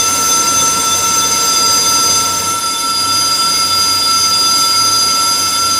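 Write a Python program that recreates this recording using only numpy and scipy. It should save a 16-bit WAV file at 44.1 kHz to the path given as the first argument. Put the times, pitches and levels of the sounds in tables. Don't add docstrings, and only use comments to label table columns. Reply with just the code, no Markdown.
import sys
import numpy as np
from scipy import signal
from scipy.fft import rfft, irfft
from scipy.io import wavfile

SR = 44100
rng = np.random.default_rng(int(sys.argv[2]) if len(sys.argv) > 2 else 0)


def transcribe(u):
    v = np.clip(np.atleast_2d(u).T, -1, 1)
    q = np.round(v * 32767).astype(np.int16)
    wavfile.write(sys.argv[1], SR, q)


def volts_from_db(level):
    exponent = np.asarray(level, float) / 20
    return 10 ** exponent


N = 255339
TIME_S = np.arange(N) / SR

CLOSE_TO_FAR_S = (2.196, 2.78)

# time in seconds, pitch in Hz.
BAR_REST = [
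    (0, 1335.5),
    (2.4, 1336),
    (4.4, 1336),
    (5.79, 1344),
]
# time in seconds, pitch rise in Hz.
BAR_SWAYS = [(0.147, 13.5), (0.477, 14.1), (0.794, 11.1), (1.101, 4.7), (1.414, 6.6), (1.656, 5.6),
             (1.942, 4.3), (2.284, 8.8), (2.595, 7.7), (2.86, 5.8), (3.191, 10.1), (3.512, 11.7),
             (3.841, 10.6), (4.183, 8.5), (4.539, 5.9), (4.988, 5.5), (5.317, 6.9), (5.507, -12.0),
             (5.619, 10.6)]
# time in seconds, half length in seconds, level change in dB.
BAR_SLIPS = [(0, 0.047, -3), (0.162, 0.023, -3.5), (0.302, 0.018, -5.2), (0.602, 0.0083, -11),
             (0.817, 0.013, -6.5), (0.984, 0.026, -7), (1.296, 0.039, -2), (1.818, 0.025, -10),
             (2.14, 0.04, -1.5), (2.41, 0.067, -4), (2.615, 0.012, -10), (2.766, 0.05, -8),
             (2.986, 0.034, -6.5), (3.225, 0.053, -3.5), (3.365, 0.017, -11), (3.554, 0.031, -2.5),
             (3.69, 0.013, -10), (3.866, 0.036, -4), (4.024, 0.031, -4), (4.216, 0.016, -5),
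             (4.356, 0.051, -2.5), (4.73, 0.0085, -6), (5.045, 0.051, -4.5), (5.386, 0.041, -6.5),
             (5.523, 0.035, -3.5), (5.759, 0.021, -3.5)]
BAR_NOTCHES_S = [1.287, 1.347, 2.11, 2.145, 2.401, 2.449, 3.522, 3.577, 3.996, 4.051, 4.4, 5.493]

# time in seconds, level in dB.
TIP_LEVEL = [(0, -29), (.5, -21), (.9, -27.5), (1.1, -25), (1.55, -15.5), (2.15, -17), (2.36, -26.5),
             (2.45, -23), (2.55, -38), (2.65, -21), (2.78, -24.5), (2.95, -16.5), (3.8, -14.5),
             (4.55, -13.5), (5.05, -14.5), (5.5, -18), (5.79, -17)]
# time in seconds, level change in dB.
TIP_BREAKS = [(.135, -6), (.314, -9), (.414, -12), (.514, -7), (.913, -11), (1.003, -13), (1.058, -8),
              (1.452, -10), (2.345, -8), (2.569, -8), (2.779, 1)]
RIPPLE = [(3.98, 0.05), (6.2, 0.02), (8, 0), (9.3, 0.02)]

# time in seconds, level in dB.
SUM_LEVEL = [(0, -14), (.68, -13.5), (1.0, -17.5), (2.1, -15.5), (2.9, -23), (3.2, -19), (3.6, -20),
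             (4.2, -17.5), (5.0, -19), (5.79, -21.5)]
# time in seconds, level change in dB.
SUM_BREAKS = [(.454, -8), (.778, -14), (1.407, -5), (1.636, -12), (2.24, -13), (2.429, -9), (2.704, -6),
              (2.883, -17), (3.078, -10), (3.302, -11), (4.375, -6), (4.634, -9), (5.183, -14), (5.248, -8),
              (5.557, -13), (5.692, -12)]
# time in seconds, half length in seconds,
# change of tip plus bar in dB, change of twice tip plus bar in dB.
SLACK = [(0.148, 0.08, -5, -7), (0.447, 0.017, -13, -13), (0.53, 0.018, -3.5, -8.1), (0.795, 0.076, -3, -6),
         (1.063, 0.016, 0.4, -7.5), (1.241, 0.065, 2.7, -9), (1.68, 0.014, -1.4, -9),
         (2.325, 0.082, -3, -8), (2.578, 0.021, -16, -2.2), (2.74, 0.13, -4.9, -3.5),
         (3.004, 0.077, -17, -3), (3.397, 0.07, -11, -7.2), (3.705, 0.057, -20, -10.4),
         (4.018, 0.06, -22, -14), (4.362, 0.064, -7.8, -15), (4.732, 0.04, -8, -8), (5.131, 0.029, 0, -3.8),
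         (5.458, 0.015, -3, -5.4), (5.744, 0.024, 4.5, -2.7)]
# time in seconds, level in dB.
OCTAVE_LEVEL = [(0, -29), (.2, -28), (.8, -36), (1.1, -32.5), (1.7, -39), (2.3, -31.5), (3.8, -28),
                (5.1, -29.5), (5.5, -31)]
WEAK_MIXES = [(0, 2, -3), (0, 1, 1), (0, 1, 2), (0, 1, 3), (0, 2, 0), (0, 2, 1), (0, 2, 3), (0, 3, 0),
              (1, 0, 1), (0, 4, 0), (1, 0, 2), (1, 1, -1), (1, 1, 2), (1, 2, 0), (1, 1, 4), (2, -1, 0),
              (1, 3, 0), (1, 4, 0), (1, 5, 0), (2, 2, 0), (2, 3, -2), (3, -1, 0), (2, 3, 0), (1, 7, 0),
              (3, 0, 0), (2, 4, 0), (0, 6, 2), (0, 7, 2)]
# close level in dB, far level in dB.
WEAK_MIX_LEVELS = [(-40, -39), (-43.5, -46.5), (-50, -36), (-46.5, -47), (-34, -37.5), (-60, -37.5),
                   (-37.5, -48.5), (-42, -39.5), (-64, -42), (-35, -35.5), (-38, -46), (-59, -63),
                   (-71, -50), (-29, -32), (-78, -64), (-41, -72), (-31, -33), (-64, -50), (-46, -44),
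                   (-42, -42), (-55, -59), (-56, -56), (-34, -38), (-61, -61), (-45, -47), (-43, -46),
                   (-38, -45), (-46, -47)]

# time in seconds, strength in dB.
KNOCKS = [(0.003, 10.5), (0.319, 8.5), (0.615, 10.5), (0.93, 14), (1.235, 12.5), (1.552, 10.5),
          (1.853, 10.5), (2.154, 12.5), (2.465, 6.5), (2.77, 7.5), (3.118, 10), (3.42, 9), (3.729, 11),
          (4.033, 12.6), (4.34, 13), (4.645, 9), (4.943, 6.4), (5.263, 6), (5.567, 8), (0.804, 5),
          (4.169, 5.5), (4.466, 12)]
# time in seconds, half length in seconds, change in dB.
HUM_FADES = [(0.317, 0.033, -15.7), (0.456, 0.045, -11), (0.732, 0.02, -9.7), (1.006, 0.094, -6),
             (1.52, 0.078, -20), (1.822, 0.043, -6.2), (2.023, 0.027, -10.2), (2.796, 0.13, -21),
             (3.46, 0.11, -11), (4.022, 0.025, -5), (4.441, 0.022, -5.1), (4.674, 0.1, -4.6),
             (5.15, 0.031, -15), (5.312, 0.046, -13), (5.56, 0.074, -7)]
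# pitch in Hz, width in Hz, close level in dB, far level in dB.
RINGS = [(285.8, 41, -35, -37), (244.7, 51, -42, -43.5), (464, 15.5, -35.5, -47.5), (557.7, 69, -39, -50),
         (2170, 13, -38, -40.5), (3539, 20, -36, -34.5), (2078, 126, -36, -41.5), (6820, 60.0, -63, -43),
         (9590, 44, -54, -47), (10400, 20.0, -60, -46), (11700, 30.0, -50, -56), (14830, 30.0, -62, -58)]
# frequency in Hz, density in dB per Hz.
RUMBLE_SPECTRUM = [(25, -48), (46, -26), (62, -4), (120, -8), (200, -4), (400, -1.5), (800, -5),
                   (1600, -6.5), (2600, -30), (5000, -39)]
# frequency in Hz, density in dB per Hz.
HISS_SPECTRUM = [(1500, -12), (3000, -3), (4500, -2), (6500, 0), (8600, -3), (9300, -7), (11500, -9.5),
                 (13000, -13), (13800, -15), (14000, -23), (14700, -19), (15200, -22), (15300, -30),
                 (15700, -30)]

SPINDLE_HZ, MESH_HZ, HUM_HZ = 3.27, 410.2, 99.1
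TIP_CLOSE_HZ, TIP_FAR_HZ = 4852.6, 4850.6
POST_CLOSE_HZ, POST_FAR_HZ = 3524, 3518
SWAY_S, KNOCK_S = 0.05, 0.019
BREAK_S, BAR_NOTCH_DB = 0.0087, -7
FLAT_FIRST_S, FLAT_S, FLAT_DB = 0.32, 0.0094, -3.5
RIPPLE_CREST_S, RIPPLE_WANDER_RAD = 0.029, 0.3
LULL_AT_S, LULL_S, LULL_DB = 2.75, 0.23, -3.0
KNOCK_DB, HUM_DB = -33, -36.5


def curve(rows):
    return np.interp(TIME_S, *np.transpose(rows))


def moved(close, far):
    return np.interp(TIME_S, CLOSE_TO_FAR_S, [close, far])


def by_distance(close_db, far_db):
    return moved(volts_from_db(close_db), volts_from_db(far_db))


def bumps(at_s, half_s, height):
    coarse_s = np.arange(0, N + 40, 40) / SR
    widths_off = (coarse_s[:, None] - np.asarray(at_s)) / np.maximum(half_s, 0.005)
    bells = np.exp(-0.5 * widths_off ** 2)
    return np.interp(TIME_S, coarse_s, bells @ (height * np.ones(len(at_s))))


def breaks(rows):
    at_s, change_db = np.transpose(rows)
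    return volts_from_db(bumps(at_s, BREAK_S, change_db))


def rms_one(x):
    return x / np.sqrt(np.mean(x ** 2))


def drift(rate_hz):
    pole = np.exp(-2 * np.pi * rate_hz * 40 / SR)
    noise = rng.standard_normal(N // 40 + 1002)
    slow = signal.lfilter([1], [1, -2 * pole, pole ** 2], noise)[1000:]
    return np.interp(np.arange(N) / 40, np.arange(len(slow)), rms_one(slow))


def phase_of(hz):
    return 2 * np.pi * np.cumsum(hz * np.ones(N)) / SR


def tone(phase, blur, blur_hz, shake=1):
    waver = shake + blur * (drift(blur_hz) + 1j * drift(blur_hz))
    return np.sqrt(2) * np.imag(waver * np.exp(1j * phase)) / np.sqrt(1 + 2 * blur ** 2)


def coloured(spectrum, ripple_db, ripple_hz, patchy_db, patch_hz):
    hz, level_db = np.transpose(spectrum)
    f = np.fft.rfftfreq(N, 1 / SR)
    knots = rng.standard_normal(2000)
    modes_db = ripple_db * np.interp(f / ripple_hz, np.arange(len(knots)), knots)
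    slope_db = np.interp(np.log(f + 1), np.log(hz), level_db, -99, -99)
    shaped = rfft(rng.standard_normal(N)) * volts_from_db(slope_db + modes_db)
    half_octave = 2 * np.log2((f + 1) / hz[0])
    together = drift(2.4)
    out = 0
    for k in range(int(2 * np.log2(hz[-1] / hz[0])) + 2):
        band = irfft(shaped * np.clip(1 - np.abs(half_octave - k), 0, 1), N)
        out = out + band * volts_from_db(patchy_db * (0.24 * together + drift(patch_hz)))
    return rms_one(out)


def chatter(lull):
    sway_s, rise_hz = np.transpose(BAR_SWAYS)
    bar_hz = curve(BAR_REST) + bumps(sway_s, SWAY_S, rise_hz)
    bar = phase_of(bar_hz + 2.41 * drift(18.0))
    tip = phase_of(moved(TIP_CLOSE_HZ, TIP_FAR_HZ))
    mesh = phase_of(MESH_HZ)
    squeals = bar_squeal(bar) + tip_squeal(tip)
    return squeals + strong_mixes(tip, bar, mesh) + lull * weak_mixes(tip, bar, mesh)


def bar_squeal(bar):
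    notches_db = bumps(BAR_NOTCHES_S, BREAK_S, BAR_NOTCH_DB)
    grip = volts_from_db(bumps(*np.transpose(BAR_SLIPS)) + notches_db + 0.58 * drift(10.3))
    return by_distance(-18.5, -17.5) * grip * tone(bar, 0.13, 40.0)


def tip_squeal(tip):
    flats_s = np.arange(FLAT_FIRST_S, N / SR, 1 / SPINDLE_HZ)
    level = volts_from_db(curve(TIP_LEVEL) + bumps(flats_s, FLAT_S, FLAT_DB)) * breaks(TIP_BREAKS)
    squeal = level * tone(tip, 0.091, 23.0, shake=flutter())
    friction = by_distance(-28.0, -33.0) * tone(tip, 9.0, 36.0)
    return squeal + friction


def flutter():
    turn = phase_of(SPINDLE_HZ) - 2 * np.pi * SPINDLE_HZ * RIPPLE_CREST_S
    gain = 1
    for order, depth in RIPPLE:
        height = np.cos(order * turn + RIPPLE_WANDER_RAD * drift(0.17))
        push = np.cos(order * turn + drift(0.33))
        gain = gain + depth * (height + 0.7j * push)
    return gain


def strong_mixes(tip, bar, mesh):
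    slack_s, half_s, sum_db, octave_sum_db = np.transpose(SLACK)
    out = by_distance(-32, -34.5) * tone(tip - bar, 0.3, 40.0)
    sum_gain = volts_from_db(curve(SUM_LEVEL) + bumps(slack_s, half_s, sum_db)) * breaks(SUM_BREAKS)
    out += sum_gain * tone(tip + bar, 0.17, 24.0, shake=flutter())
    close_mode = tip + bar + phase_of(27.0)
    out += by_distance(-27.5, -28.0) * tone(close_mode, 1.7, 28.0)
    out += volts_from_db(curve(OCTAVE_LEVEL) + 0.75 * drift(3.2)) * tone(2 * tip, 0.21, 16.0)
    octave_sum_gain = by_distance(-27, -26.5) * volts_from_db(bumps(slack_s, half_s, octave_sum_db))
    out += octave_sum_gain * tone(2 * tip + bar, 0.3, 31.0)
    out += by_distance(-31.0, -35.0) * volts_from_db(drift(0.9)) * tone(bar - mesh, 0.3, 25.0)
    return out


def weak_mixes(tip, bar, mesh):
    out = 0
    for (m, n, k), (close_db, far_db) in zip(WEAK_MIXES, WEAK_MIX_LEVELS):
        swell = by_distance(close_db, far_db) * volts_from_db(1.8 * drift(6.0))
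        blur = 0.36 + 0.083 * (abs(n) + abs(k))
        out = out + swell * tone(m * tip + n * bar + k * mesh, blur, 26.0)
    return out


def knocks():
    at_s, strength_db = np.transpose(KNOCKS)
    swell = bumps(at_s, KNOCK_S, volts_from_db(KNOCK_DB + strength_db))
    return swell * tone(phase_of(moved(POST_CLOSE_HZ, POST_FAR_HZ)), 0.15, 28.0)


def motor_hum():
    return volts_from_db(HUM_DB + bumps(*np.transpose(HUM_FADES))) * tone(phase_of(HUM_HZ), 0.2, 3.1)


def housing_rings():
    out = 0
    for hz, width_hz, close_db, far_db in RINGS:
        out = out + by_distance(close_db, far_db) * tone(phase_of(hz), 21.0, width_hz)
    return out


def chip_hiss():
    noise = coloured(HISS_SPECTRUM, ripple_db=2.5, ripple_hz=28.5, patchy_db=0.77, patch_hz=25.0)
    return by_distance(-22.5, -24.5) * noise


def machine_rumble():
    noise = coloured(RUMBLE_SPECTRUM, ripple_db=2.4, ripple_hz=38.54, patchy_db=0.76, patch_hz=7.9)
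    return by_distance(-27.5, -30) * noise


def scene():
    lull = volts_from_db(bumps([LULL_AT_S], LULL_S, LULL_DB))
    tones = chatter(lull) + knocks() + motor_hum() + housing_rings()
    noise = lull * (chip_hiss() + machine_rumble())
    return np.tile(tones + noise, (2, 1))


def roll_off(x):
    return signal.sosfilt(signal.butter(12, 15660, fs=SR, output="sos"), x)


def record(dry):
    held = dry / (1 + (dry / 0.98) ** 8) ** (1 / 8)
    return roll_off(held)


dry = scene()
out = record(dry)
transcribe(out)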